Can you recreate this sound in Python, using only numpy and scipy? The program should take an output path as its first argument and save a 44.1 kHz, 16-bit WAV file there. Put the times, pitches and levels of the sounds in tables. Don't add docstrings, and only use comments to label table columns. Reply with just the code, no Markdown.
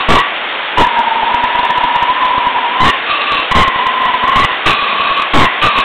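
import sys
import numpy as np
from scipy import signal
from scipy.fft import rfft, irfft
from scipy.io import wavfile
from scipy.ndimage import uniform_filter1d

SR = 44100
rng = np.random.default_rng(int(sys.argv[2]) if len(sys.argv) > 2 else 0)


def nominal_scale(level):
    x = np.asarray(level, float) / 20
    return 10 ** x


def generate_wav(sig):
    pcm = np.round(np.clip(np.atleast_2d(sig).T, -1, 1) * 32767).astype(np.int16)
    wavfile.write(sys.argv[1], SR, pcm)


N = 257536
RATE = 8000


def evened(x):
    return x / np.sqrt(np.mean(x ** 2) + 1e-20)


def read(points, hz):
    f, value = np.transpose(points)
    return np.interp(np.log(hz + 1), np.log(f + 1), value)


# frequency in Hz, density in dB per Hz.
HUSH_SPECTRUM = [(59, -44), (100, -14), (141, -16), (721, -3), (2030, -3), (3740, -6), (4240, -15),
                 (5510, -45), (9330, -120)]


def hush(count):
    z = rfft(rng.standard_normal(count))
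    shaped = irfft(z * nominal_scale(read(HUSH_SPECTRUM, np.fft.rfftfreq(count, 1 / RATE))), count)
    return nominal_scale(-18) * evened(shaped)


# time in seconds, frequency in Hz.
FOLD_RATE = [(0, 289.8), (.8, 238), (1.3, 244.4), (1.9, 262.2), (2.2, 295), (2.42, 289.7), (2.6, 250.9),
             (2.9, 261.5), (3.05, 294.5), (3.47, 294.9), (3.55, 245), (4.4, 240), (4.65, 215.1),
             (5.3, 214.8), (5.84, 230.5)]


def fold_rate(t):
    return np.interp(t, *np.transpose(FOLD_RATE))


def folds(count, hz, jitter, rough):
    wobble = evened(uniform_filter1d(rng.standard_normal(count), size=40))
    turns = np.cumsum(hz * (1 + jitter * wobble).clip(.2)) / RATE
    pulses = np.diff(np.floor(turns), prepend=0) * nominal_scale(3.0 * rng.standard_normal(count))
    puffs = (.35 + np.exp(-(turns % 1) / 0.27)) * rng.standard_normal(count)
    rough = np.clip(rough, 0, 1)
    return np.sqrt(1 - rough) * evened(pulses) + np.sqrt(rough) * evened(puffs)


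def resonate(x, hz, width):
    turn = np.exp(2j * np.pi * np.cumsum(hz * np.ones(len(x))) / RATE)
    r = np.exp(-np.pi * 1.55 * width / RATE)
    smoothed = signal.lfilter([1], [1, -2 * r, r * r], x / turn)
    return evened((turn * smoothed).real)


def steadied(x, share):
    size = uniform_filter1d(abs(signal.hilbert(x)), size=24) + 0.17
    return evened(x / size ** np.clip(share, 0, 1))


# start in seconds, end in seconds, extra effort in dB.
BARK_PUSHES = [
    (0.085, 0.207, 8),
    (0.768, 0.837, 8.5),
    (2.802, 2.917, 5.5),
    (3.548, 3.63, 9.5),
    (4.354, 4.466, 5),
    (4.644, 4.714, 2.5),
    (5.327, 5.444, 9),
    (5.614, 5.682, 2.5),
]


def push(t, rise, fall):
    total = 0
    for start, end, db in BARK_PUSHES:
        total = total + db * np.clip((t - start) / rise, 0, 1) * np.clip((end - t) / fall + .5, 0, 1)
    return total


# time in seconds, swell in dB.
SWELLS = [(0.87, -2.7), (0.914, 0.7), (0.942, -1.2), (0.969, 3.5), (0.993, 2.5), (1.011, 2), (1.045, 2.5),
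          (1.078, 4.0), (1.119, 4.5), (1.164, 4), (1.195, 1.5), (1.231, 2), (1.277, 0), (1.31, 1),
          (1.347, 2.5), (1.443, 7), (1.476, 2.5), (1.554, 3), (1.596, 4), (1.635, 3.5), (1.656, 5),
          (1.676, 1), (1.706, 4.5), (1.783, 5.5), (1.811, 2.7), (1.842, 3.5), (1.881, 0.3), (1.908, -0.2),
          (1.96, 5), (2.031, 5.5), (2.099, 2.5), (2.16, 0), (2.213, 1), (2.231, 3.0), (2.257, 1.5),
          (2.31, 3.0), (2.343, 2.5), (2.383, 3.5), (2.403, -1), (2.468, 3.5), (2.569, -2), (2.588, 3.0),
          (2.651, -1), (2.693, -7.1), (2.767, 0.5), (3.112, -0.5), (3.148, 2), (3.212, 1.5), (3.237, -0.2),
          (3.277, 2.5), (3.325, 3.0), (3.367, -9), (3.521, 4.5), (3.683, 6), (3.759, 0.9), (3.795, 4),
          (3.87, 4.5), (3.905, -0.5), (4.01, 4), (4.03, 1), (4.062, 4.5), (4.08, 0), (4.098, 1), (4.142, 3),
          (4.24, 2.1), (4.29, 2.5), (4.331, 2.4), (4.791, 0), (4.838, 2), (4.888, 2.5), (4.927, 3.5),
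          (4.982, 0), (5.014, 2.5), (5.053, 1), (5.071, 2.5), (5.113, 1.5), (5.169, 3.5), (5.196, 4),
          (5.22, 3.5), (5.764, 0), (5.782, 3.0), (5.802, 1.8)]
# time in seconds, depth in dB.
SHUTS = [(0.928, 10.5), (1.027, 11), (1.06, 8.5), (1.103, 11), (1.137, 6), (1.218, 4), (1.254, 10),
         (1.333, 11.5), (1.421, 4), (1.544, 4.5), (1.568, 5.5), (1.623, 8.5), (1.684, 9), (1.752, 3),
         (1.795, 10), (1.828, 6), (1.929, 3.5), (2.045, 6.5), (2.146, 9), (2.197, 6.5), (2.37, 6),
         (2.422, 2.5), (2.535, 7), (2.6, 9), (2.669, 0), (2.705, 9.5), (2.779, 8), (3.191, 9.5), (3.251, 8),
         (3.535, 13), (3.736, 6.5), (3.77, 5), (3.852, 6), (3.93, 7.5), (3.996, 6), (4.127, 10),
         (4.194, 6.5), (4.266, 8), (4.31, 8), (5.133, 5.5)]


def palate(t, dip_db, width, shut_width):
    s, swell_db = np.transpose(SWELLS)
    swells = (swell_db + dip_db) * np.exp(-((t[:, None] - s) / width) ** 2 / 2)
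    s, depth_db = np.transpose(SHUTS)
    notches = 1.3 * depth_db * np.exp(-((t[:, None] - s) / shut_width) ** 2 / 2)
    return swells.max(axis=1) - dip_db - notches.max(axis=1)


def voice(rows, modes, fixed, chest_db, jitter, rough, steady, dip_db, spill_db, usual_db):
    s, effort_db, *throat, upper_db = np.transpose(rows)
    t = np.arange(s[0], s[-1], 1 / RATE)
    hz = fold_rate(t)
    pushed = push(t, rise=.004, fall=0.042)
    drive = folds(len(t), hz, jitter, rough)
    upper = nominal_scale(np.interp(t, s, upper_db) - usual_db)
    moving = [nominal_scale(db) * resonate(drive, np.interp(t, s, f), w) for f, (w, db) in zip(throat, modes)]
    still = sum(nominal_scale(db) * resonate(drive, f, w) * (upper if f > 1500 else 1) for f, w, db in fixed)
    chest = sum(nominal_scale(db) * resonate(drive, (k + 1) * hz, 32 * np.sqrt(k + 1))
                for k, db in enumerate(chest_db))
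    spill = nominal_scale(spill_db + 0.65 * pushed) * resonate(drive, 2200, 1700) * upper
    swell_db = palate(t, dip_db, width=.008, shut_width=0.0042) * (pushed < 1)
    sound = steadied(moving[0], steady) - upper * sum(moving[1:]) + still + spill + chest / nominal_scale(pushed)
    edge = np.clip(np.minimum((t - s[0]) / 0.0042, (s[-1] - t) / 0.017), 0, 1)
    return s[0], sound * nominal_scale(np.interp(t, s, effort_db) + pushed + swell_db) * edge


def add(mix, s, sound):
    part = mix[round(s * RATE):][:len(sound)]
    part += sound[:len(part)]


# time in seconds, effort in dB, throat resonances 1 and 2 in Hz,
# upper throat in dB.
SNARL_BREATHS = [
    [(0.0, -13.5, 1126, 2645, -5), (0.028, -18, 1104, 2730, -3), (0.07, -33.5, 1088, 2635, -23),
     (0.08, -2.5, 1116, 2590, -11.5)],
    [(0.52, -27, 969, 2480, -3), (0.544, -22, 943, 2430, -2.5), (0.558, -22, 957, 2470, -16),
     (0.575, -35, 963, 2520, -2.5)],
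    [(3.056, -23.5, 1202, 2600, -1), (3.102, -16, 1201, 2510, -0.5), (3.178, -17, 1132, 2674, -3),
     (3.29, -17.5, 1191, 2632, -3), (3.396, -13, 1083, 2655, -3), (3.458, -28, 1073, 2680, 3),
     (3.475, -35, 1107, 2720, 2)],
    [(4.657, -14.5, 1216, 2570, 0), (4.667, -7, 1160, 2629, -1), (4.773, -16, 1143, 2514, -3.5),
     (5.087, -16, 1114, 2560, -4.5), (5.111, -12, 1122, 2510, -6), (5.133, -17, 1128, 2534, -3),
     (5.199, -15, 1163, 2556, -5), (5.285, -21.5, 1093, 2544, -8), (5.31, -52, 1113, 2520, -2)],
    [(5.612, -16.5, 1208, 2612, 0), (5.648, -8.5, 1204, 2608, -7), (5.736, -16, 1098, 2502, -3.5),
     (5.778, -11.5, 1101, 2600, -4.5), (5.84, -16.5, 1152, 2655, 1)],
]
# width in Hz, level in dB.
SNARL_THROAT = [(95, -15.5), (190, -2.5)]
# frequency in Hz, width in Hz, level in dB.
SNARL_STILL = [(700, 110, -18.5), (1574, 200, -16), (3091, 170, -12.5), (3490, 140, -10.5), (3830, 160, -3)]


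def snarls(mix):
    for rows in SNARL_BREATHS:
        add(mix, *voice(rows, SNARL_THROAT, SNARL_STILL, chest_db=[-22, -28], jitter=0.28, rough=0.82,
                        steady=0.47, dip_db=2.0, spill_db=-12.5, usual_db=-1.5))


# frequency in Hz, 60 dB decay time in seconds.
ROOM_DECAY = [(200, 0.4), (600, 0.26), (1200, 0.56), (2000, 0.68), (3200, 0.45), (4400, 0.92)]


def room(x):
    taps = np.zeros(RATE)
    count = RATE // 4 - 11
    places = np.arange(40, RATE - 4, 4) + rng.integers(0, 4, count)
    taps[places] = rng.choice([-1., 1.], count)
    hz, t, z = signal.stft(taps, RATE, nperseg=64)
    decay = nominal_scale(-60 * t / read(ROOM_DECAY, hz)[:, None])
    tail = signal.istft(z * decay, RATE, nperseg=64)[1]
    return signal.fftconvolve(x, tail / np.linalg.norm(tail))[:len(x)]


# time in seconds, effort in dB,
# throat resonances 1 to 3 in Hz, upper throat in dB.
GROWL_BREATHS = [
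    [(0.084, -6.5, 1098, 1942, 2907, -3), (0.124, -7.5, 1138, 1883, 2853, -5),
     (0.206, -14.5, 1053, 1910, 2843, -2), (0.225, -17, 1050, 1972, 2925, 0)],
    [(0.77, -12.5, 960, 1800, 2884, -6.5), (0.81, -7, 974, 1725, 2933, -6.5),
     (0.9, -19, 954, 1690, 2670, -8.5), (1.01, -10, 918, 1675, 2672, -15.5),
     (1.03, -19.5, 890, 1640, 2680, -16), (1.05, -11, 930, 1708, 2666, -27.5),
     (1.09, -15.5, 890.7, 1618, 2665, -18.5), (1.3, -11, 926, 1717, 2660, -13.5),
     (1.43, -14, 961.5, 1756, 2704, -8.5), (1.99, -12.5, 962, 1774, 2878, -12),
     (2.16, -13, 1013, 1796, 2905, -10), (2.49, -12, 981.5, 1748, 3046, -18.5),
     (2.54, -14.5, 980, 1710, 3020, -10.5), (2.57, -8.5, 943, 1760, 2946, -20.5),
     (2.6, -17.5, 974, 1774, 3000, -7.5), (2.61, -11.5, 950, 1820, 2870, -27.5),
     (2.72, -15.5, 975.6, 1796, 2933, -23.5), (2.85, -7, 1046, 1887, 2918, -3.5),
     (2.92, -14, 1129, 1860, 2797, -2.5)],
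    [(2.93, -18.5, 1063, 1777, 2730, 4.5), (2.958, -17.5, 1020, 1775, 2690, -2.5),
     (3.0, -32, 1060, 1783, 2760, -1)],
    [(3.508, -9, 1010, 2015, 2960, -1.5), (3.524, -10, 1040, 1927, 2914, -7),
     (3.612, -10.5, 1080, 2014, 3000, -4), (3.708, -14.5, 1055, 1967, 3000, -8.5),
     (3.786, -13, 1040, 1939, 2986, -7.5), (4.15, -12.5, 1007, 1943, 2940, -9.5),
     (4.19, -18.5, 990, 1920, 3060, -7), (4.28, -7.5, 1053, 1923, 2979, -12),
     (4.444, -14.5, 1139, 1996, 2860, 0), (4.475, -20, 1112, 1950, 2780, 4.5)],
    [(4.485, -14.5, 982, 1893, 2630, -1), (4.503, -17, 1014, 1920, 2650, 1),
     (4.543, -15.5, 1013, 1950, 2720, -1.5), (4.555, -30, 1010, 1940, 2720, -3.5)],
    [(5.332, -15.5, 1111, 2049, 2883, -1), (5.352, -5.5, 1119, 2029, 2830, -4),
     (5.452, -7, 1041, 1890, 2691, -4.5), (5.5, -17, 1058, 1930, 2740, -2.5)],
]
# width in Hz, level in dB.
GROWL_THROAT = [(60, -2), (85, -9.5), (110, -15)]
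# frequency in Hz, width in Hz, level in dB.
GROWL_NOSE = [(1273.5, 90, -19), (3601, 140, -23)]


def growls(mix):
    for rows in GROWL_BREATHS:
        add(mix, *voice(rows, GROWL_THROAT, GROWL_NOSE, chest_db=[-22, -29, -15], jitter=.12, rough=.55,
                        steady=0.62, dip_db=3.5, spill_db=-23, usual_db=-7))


# time in seconds, level in dB.
SNORT_LEVEL = [
    (0.5, -41),
    (0.518, -38),
    (0.522, -31.5),
    (0.546, -27.5),
    (0.564, -43),
    (0.74, -38),
]


def snort():
    s, level_db = np.transpose(SNORT_LEVEL)
    t = np.arange(s[0], s[-1], 1 / RATE)
    air = rng.standard_normal(len(t))
    hiss = resonate(air, 3000, 1900) + nominal_scale(-8.5) * resonate(air, 3500, 250)
    return s[0], nominal_scale(np.interp(t, s, level_db) - 13.5) * hiss


def scene():
    dog = np.zeros(N * RATE // SR + 2)
    snarls(dog)
    growls(dog)
    add(dog, *snort())
    air = dog + nominal_scale(-13) * room(dog) + hush(len(dog))
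    return signal.resample_poly(air, 441, 80)[None, :N]


def band_limit(x):
    return signal.sosfilt(signal.butter(12, 16550, fs=SR, output="sos"), x)


def record(dry):
    rail, top = .707, .63
    x = signal.resample_poly(dry[0], 80, 441)
    x = signal.sosfilt(signal.butter(2, 190, "high", fs=RATE, output="sos"), x)
    last_good = np.maximum.accumulate(np.where(x < top, np.arange(len(x)), 0))
    x = np.maximum(x[last_good], -rail) - .0015
    smooth = signal.firwin(441 * 24 + 1, 3900, window=("kaiser", 8), fs=RATE * 441)
    x = signal.resample_poly(x, 441, 80, window=smooth)[:N]
    return band_limit(np.clip(x, -rail, rail)[None])


dry = scene()
out = record(dry)
generate_wav(out)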